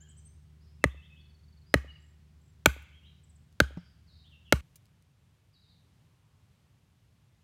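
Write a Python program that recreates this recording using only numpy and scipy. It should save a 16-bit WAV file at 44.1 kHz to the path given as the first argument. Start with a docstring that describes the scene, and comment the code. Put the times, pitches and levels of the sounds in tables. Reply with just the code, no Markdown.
"""A garden lawn, where five blows of a short log drive a wooden stake in beside an upturned plastic tub.
Each impact excites the damped modes of log and stake; the soil carries the push to the tub, which booms.
Fence, trees and a wall reflect the knocks, and birds whistle over the harmonics of a far engine.
Then the listening point jumps close to the stake, where twine is tied with a few small ticks."""
import sys
import numpy as np
from scipy import signal
from scipy.fft import rfft, irfft
from scipy.io import wavfile
from scipy.ndimage import uniform_filter1d

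SR = 44100
rng = np.random.default_rng(int(sys.argv[2]) if len(sys.argv) > 2 else 0)


def store_pcm(level_fs):
    """Save levels as 16-bit WAV."""
    pcm = np.round(np.clip(level_fs, -1, 1) * 32767).astype(np.int16)
    wavfile.write(sys.argv[1], SR, np.atleast_2d(pcm).T)


N = 327663
T = np.arange(N) / SR
AGE = T[:int(.7 * SR)]  # time since the onset of one event
TOP_HZ = 16000


def hammering(soil_lag_s=.0023, sooner_s_per_blow=.00065):
    """Multipath propagation: each blow arrives through the air, through the soil and by reflection."""
    # blows: t/s, force/dB, log pitch f/Hz, log level/dB, contact hardness/dB, echo level/dB
    blows = [(0.8400, -3, 2000, 1.5, -6, -3.5), (1.7406, 0, 1920, 0.5, -6, -.5),
             (2.6587, 0, 1492, 0, 6, -0.5), (3.602, 0.5, 1581, 4.5, -4.5, -1.5),
             (4.5241, 1, 1423, -3.5, 1, -1.5)]
    direct, front, back = np.zeros((3, N))
    for k, (s, force_db, log_hz, log_db, hard_db, echo_db) in enumerate(blows):
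        knock = undb(force_db) * blow(log_hz, log_db, hard_db)
        add(direct, s, knock)
        # the push reaches the tub sooner as the stake goes deeper
        add(direct, s + soil_lag_s - k * sooner_s_per_blow, undb(force_db / 2) * tub_thump())
        add(front, s, undb(echo_db) * knock)
        # the far side of the stake radiates less ring and more crack
        thrown = blow(log_hz, log_db - 4.5, hard_db, crack_db=-12.2, tilt_db_per_octave=-1.5)
        add(back, s, undb(force_db + echo_db) * thrown)
    return direct + undb(-5) * garden_echo(front) + undb(-2) * garden_echo(back) + wall_echo(front)


def blow(log_hz, log_db, hard_db, crack_db=-14.7, tilt_db_per_octave=-.5, contact_s=.0008):
    """Impact excitation: one brief contact sets log and stake ringing and crushes the bark."""
    wood = undb(log_db) * log_ring(log_hz, hard_db) + stake_ring(hard_db)
    crack = undb(crack_db) * bark_crack(hard_db, tilt_db_per_octave)
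    return undb(2.5) * (wood + crack) * rise(AGE, contact_s)


def log_ring(hz, hard_db):
    """Mode splitting: the log is not quite round, so a close pair lies below its second bending mode."""
    # modes of the log: frequency ratio, level/dB, decay time ratio
    modes = [(1, -7, 1), (.88, -13, .9), (2.76, -27, .7)]
    t60 = max(.021 + .0008 * hard_db, .005)  # a harder contact rings longer
    return ring([(ratio * hz, db, share * t60) for ratio, db, share in modes], scatter=.0055)


def stake_ring(hard_db, middle_db=-2.5):
    """Modal excitation: how squarely the log lands sets the share of the middle and upper modes."""
    # modes of the stake: f/Hz, level/dB, t60/s
    modes = [(273, -13.5, .032), (438, -11, .016), (590, -9.5, .02), (880, -21.5, .028), (1246, -13, .018),
             (1759.5, -21, .015), (2146, -12.5, .018), (2510, -19, 0.018), (2810, -15, 0.014),
             (3234, -18.5, 0.014), (3850, -19, 0.011), (4740, -29.5, .009), (5900, -25, .008)]
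    excited = []
    for hz, db, t60 in modes:
        upper, middle = hz > 1400, 750 < hz < 1050
        excited.append((hz, db + upper * hard_db + middle * (hard_db + middle_db), t60))
    return ring(excited)


def bark_crack(hard_db, tilt_db_per_octave, crush_t60=.013, snap_t60=.004):
    """Broadband transient: a snap and crushing bark, louder and brighter for a harder contact."""
    # spectrum of the crack: f/Hz, level/dB
    spectrum = [(300, -13), (1000, -3), (2500, 1), (4000, 3), (5000, -4.5), (6500, -2.5), (9000, -3.5),
                (10500, -12.5), (12500, -5.5), (16000, -17.5)]
    slope = tilt_db_per_octave + .08 * hard_db
    grit = noise([(hz, db + slope * np.log2(hz)) for hz, db in spectrum], len(AGE))
    return undb(.8 * hard_db) * grit * (fade(crush_t60) + undb(3) * fade(snap_t60))


def tub_thump():
    """Ground-borne vibration: the push crosses the soil and sets the tub booming milliseconds later."""
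    # modes of soil and tub: f/Hz, level/dB, t60/s, delay/s, rise/s
    modes = [(63.4, -17.6, .13, .0035, .018), (68, -31.5, .47, 0.0052, .035),
             (141, -14, 0.032, .0115, .002), (110, -28, 0.079, 0.0097, 0.0077)]
    out = 0
    for hz, db, t60, delay_s, rise_s in modes:
        t = np.maximum(AGE - delay_s, 0)
        out += undb(db) * rise(t, rise_s) * fade(t60, t) * np.sin(2 * np.pi * hz * t)
    return out


def garden_echo(x, near_rise_s=.011, fence_s=.036, fence_width_s=.012, far_rise_s=.063):
    """Scattering: nearby things answer first, the fence adds a swell, the trees a long faint wash."""
    # echo bands: centre f/Hz, near level/dB, near t60/s, tree level/dB, tree t60/s
    bands = [(201.4, -27.5, 0.23, -41.5, 0.85), (510, -28, 0.11, -39.5, .7), (1400, -25.5, .19, -31, 0.7),
             (2600, -25, .22, -28.5, .9), (5170, -23.5, .28, -33.5, .65), (11014, -23.5, 0.3, -42, .4)]
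    centres = np.array(bands)[:, 0]
    edges = np.r_[centres[0] / 2, np.sqrt(centres[1:] * centres[:-1]), TOP_HZ]
    response = 0
    for k, (hz, near_db, near_t60, far_db, far_t60) in enumerate(bands):
        fence = 1 + 1.8 * min(1, 1500 / hz) * np.exp(-((AGE - fence_s) / fence_width_s) ** 2)
        near = fade(near_t60) * rise(AGE, near_rise_s) * fence
        far = fade(far_t60) * rise(AGE, far_rise_s)
        envelope = np.hypot(undb(near_db) * unit_energy(near), undb(far_db) * unit_energy(far))
        response += envelope * band(rng.standard_normal(len(AGE)), edges[k], edges[k + 1], order=3)
    return signal.fftconvolve(x, response)[:N]


def wall_echo(x, delay_s=.103, db=-34.5):
    """Discrete reflection: a distant wall returns one dull slap."""
    out = np.zeros(N)
    add(out, delay_s, undb(db) * band(x, 194, 700))
    return out


def turf_thud():
    """Heavily damped impact: two low modes and a scuff of noise on the turf."""
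    # the thud: t/s, level/dB, f/Hz, t60/s, relative scuff level/dB
    thud = (3.770, -29, 168, 0.1, -12)
    s, db, hz, t60, scuff_db = thud
    body = ring([(hz, 0, t60), (1.7 * hz, -12, t60 / 2)])
    scuff = noise([(100, 14), (500, 4), (1700, -8), (6000, -22), (15000, -44)], len(AGE)) * fade(.06)
    out = np.zeros(N)
    add(out, s, undb(db) * (body + undb(scuff_db) * scuff) * rise(AGE, .0037))
    return out


def dry_ticks():
    """Band-limited transients: bark, grass and twine give off short decaying bursts of noise."""
    # ticks: t/s, level/dB, centre f/Hz, t60/s
    ticks = [(2.822, -63, 8900, 0.056), (3.526, -64, 5000, 0.013), (4.757, -49.5, 8100, 0.043),
             (4.856, -58, 4000, .007), (4.866, -64, 3000, .007), (5.024, -63, 6980, .01)]
    out = np.zeros(N)
    for s, db, hz, t60 in ticks:
        grit = band(rng.standard_normal(len(AGE)), hz / 2, hz * 2, order=1)
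        add(out, s, undb(db) * grit / grit.std() * fade(t60))
    return out


def birds(trees_t60=.56):
    """Direct-to-reverberant ratio: near calls come through clear, far song is smeared by the trees."""
    near, far = whistles(near_notes(), waver=.02), whistles(far_notes(), waver=.018)
    trees = rng.standard_normal(len(AGE)) * fade(trees_t60) * rise(AGE, .01)
    scattered = signal.fftconvolve(undb(-8) * near + undb(-1) * far, unit_energy(trees))[:N]
    return near + undb(-5) * far + scattered


def near_notes(chirp_period_s=.081, chirp_s=.036, chirp_db=-60, arch_hz=1300, scatter=.012):
    """Pitch contours of the near birds: four arched chirps, each higher than the last, then trills."""
    # trills: t/s, notes, period/s, note length/s, f/Hz, fractional fall in a note, level/dB
    trills = [(1.205, 10, .0455, .02, 4430, 0.07, -74), (1.878, 1, 0, .046, 2890, 0, -56),
              (1.953, 1, 0, .02, 2830, .06, -60), (2.0, 6, 0.021, .01, 7620, 0.03, -75),
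              (2.415, 5, 0.021, .01, 7600, .03, -75), (3.234, 3, .06, .016, 7900, .26, -67.5)]
    tops_hz = 7400 + 420 * np.arange(4)
    notes = [(.004 + k * chirp_period_s, chirp_s, (hz - arch_hz, hz, hz - arch_hz), chirp_db)
             for k, hz in enumerate(tops_hz)]
    for s, count, period, length, hz, fall, db in trills:
        slide = hz * np.array([1 + fall / 2, 1, 1 - fall / 2])
        notes += [(s + k * period, length, slide * detune(scatter), db) for k in range(count)]
    return notes


def far_notes(note_s=.05, scatter=.008):
    """Frequency glides from the trees: each phrase is made of a note that slides quickly and settles."""
    # phrases: t/s, notes, period/s, start f/Hz, end f/Hz, level/dB
    phrases = [(0.0, 2, .065, 2800, 3200, -70), (0.0, 1, 0, 1450, 1720, -69),
               (0.16, 2, .085, 6100, 6280, -75), (0.6, 2, .06, 3900, 5400, -75),
               (0.815, 3, .142, 2650, 2590, -60), (0.878, 3, .138, 2600, 3520, -61),
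               (1.66, 1, 0, 4770, 4950, -69), (1.89, 1, 0, 3400, 5000, -72),
               (2.92, 2, .11, 2750, 3230, -63), (3.04, 1, 0, 3090, 3950, -66.5),
               (3.77, 2, .07, 5700, 4580, -71), (4.068, 3, .052, 5300, 3780, -66.5),
               (4.24, 1, 0, 2700, 3650, -63), (4.3, 2, .15, 3600, 2680, -60.5),
               (5.53, 3, .075, 5200, 3750, -66.5)]
    notes = []
    for s, count, period, from_hz, to_hz, db in phrases:
        slide = np.array([from_hz, to_hz + .2 * (from_hz - to_hz), to_hz])
        notes += [(s + k * period, note_s, slide * detune(scatter), db) for k in range(count)]
    return notes


def whistles(notes, waver):
    """Frequency and amplitude modulation: each note is a warbling sine bent through three pitches."""
    out, wobble = np.zeros(N), 1 + waver * walk(220)
    for s, length, pitches_hz, db in notes:
        progress = np.linspace(0, 1, int(length * SR))
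        contour = np.polyval(np.polyfit([0, .5, 1], pitches_hz, 2), progress)
        hz = contour * wobble[int(s * SR):][:len(progress)]
        envelope = np.sqrt(2 * np.abs(np.sin(np.pi * progress)))
        add(out, s, undb(db) * envelope * np.sin(2 * np.pi * np.cumsum(hz) / SR))
    return out * undb(1.5 * walk(90))


def engine_hum(drift=.0027, sway_db=1.16, fall_db_per_s=2.2):
    """Harmonic series: the partials of a far engine drift together in pitch and slowly grow fainter."""
    # engine harmonics: f/Hz, level/dB
    harmonics = [(75.4, -54.5), (150.8, -63), (226.2, -82), (382, -81.5)]
    phase_per_hz = 2 * np.pi * np.cumsum(1 + drift * walk(2)) / SR
    partials = sum(undb(db + sway_db * walk(2)) * np.sin(hz * phase_per_hz) for hz, db in harmonics)
    return np.sqrt(2) * partials * undb(-fall_db_per_s * T)


def far_drone(db=-91.5, swell_db=8.5, peak_s=6.25, width_s=.35):
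    """Narrow-band noise: a faint rush from far off swells once and fades."""
    rush = band(rng.standard_normal(N), 870, 1200)
    swell = np.exp(-((T - peak_s) / width_s) ** 2)
    return rush / rush.std() * undb(db + swell_db * swell)


def lawn_air(db=-61.5):
    """Stationary noise: the steady low rumble of the open air."""
    # ambient spectrum across the lawn: f/Hz, level/dB
    spectrum = [(20, -49.5), (35, -25.5), (55, -8), (80, -4.5), (115, -7.5), (170, -10.5), (250, -23),
                (400, -31), (600, -34), (1500, -36.5), (3000, -38), (5400, -42.5), (9000, -47.5),
                (15000, -52.5)]
    return undb(db) * noise(spectrum, N)


def stake_air(db=-64.2, sway_db=.8):
    """Slowly modulated noise: a quieter rumble that wavers in level."""
    # ambient spectrum beside the stake: f/Hz, level/dB
    spectrum = [(20, -50), (48, -10), (90, 0), (140, -1.5), (210, -14), (340, -22.5), (600, -26.5),
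                (1000, -29), (1600, -30.5), (3000, -30.5), (4900, -35.5), (9000, -39.5), (14000, -44),
                (17000, -54)]
    return undb(db + sway_db * walk(4.4)) * noise(spectrum, N)


def ring(modes, scatter=.032):
    """Modal superposition: slightly detuned damped sines (f/Hz, level/dB, t60/s) of alternating sign."""
    return sum((-1) ** k * undb(db) * fade(t60) * np.sin(2 * np.pi * hz * detune(scatter) * AGE)
               for k, (hz, db, t60) in enumerate(modes))


def detune(scatter):
    """Random frequency ratio near 1."""
    return 1 + scatter * rng.standard_normal()


def noise(points, size):
    """Spectral shaping: unit-variance noise following (f/Hz, level/dB) points."""
    hz, db = np.transpose(points)
    bins = np.maximum(np.fft.rfftfreq(size, 1 / SR), 1)
    gain = undb(np.interp(np.log(bins), np.log(hz), db))
    x = irfft(rfft(rng.standard_normal(size)) * gain, size)
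    return x / x.std()


def band(x, lo_hz, hi_hz, order=2):
    """Band-pass filter, maximally flat."""
    edges = [lo_hz, min(hi_hz, SR / 2 - 1000)]
    return signal.sosfilt(signal.butter(order, edges, "band", fs=SR, output="sos"), x)


def walk(rate_hz):
    """Random drift with a spread near 1."""
    hold = int(SR / rate_hz)
    return uniform_filter1d(np.repeat(rng.standard_normal(N // hold + 1), hold), hold)[:N]


def rise(t, length):
    """Raised-cosine step from 0 to 1."""
    return np.sin(np.pi / 2 * np.clip(t / length, 0, 1)) ** 2


def fade(t60, t=AGE):
    """Exponential decay, 60 dB down after t60."""
    return np.exp(-np.log(1000) * t / t60)


def undb(db):
    """Decibels to amplitude ratio."""
    return 10 ** (np.asarray(db) / 20)


def unit_energy(x):
    """Normalisation: the squares sum to 1."""
    return x / np.linalg.norm(x)


def add(out, s, sound):
    """Superposition: mix a sound in at time s."""
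    start = max(int(s * SR), 0)
    out[start:start + len(sound)] += sound[:N - start]


def scene(jump_s=4.608, bird_pause_s=.5):
    """Superposition at two listening points: across the lawn, then the quiet spot beside the stake."""
    jump = rise(T - jump_s, .0023)
    song = birds()
    wide = hammering() + song + engine_hum() + lawn_air()
    close = song * rise(T - jump_s - bird_pause_s, .1) + far_drone() + stake_air()
    return (wide * (1 - jump) + close * jump + turf_thud() + dry_ticks())[None]


def record(dry, ceiling=.51, low_cut_hz=37):
    """Saturation and band limiting: the microphone rounds each peak; deep bass and the top are cut."""
    rounded = dry / (1 + (dry / ceiling) ** 6) ** (1 / 6)
    thinned = signal.sosfilt(signal.butter(2, low_cut_hz, "high", fs=SR, output="sos"), rounded)
    return signal.sosfilt(signal.ellip(8, .2, 70, TOP_HZ, fs=SR, output="sos"), thinned)


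dry = scene()
out = record(dry)
store_pcm(out)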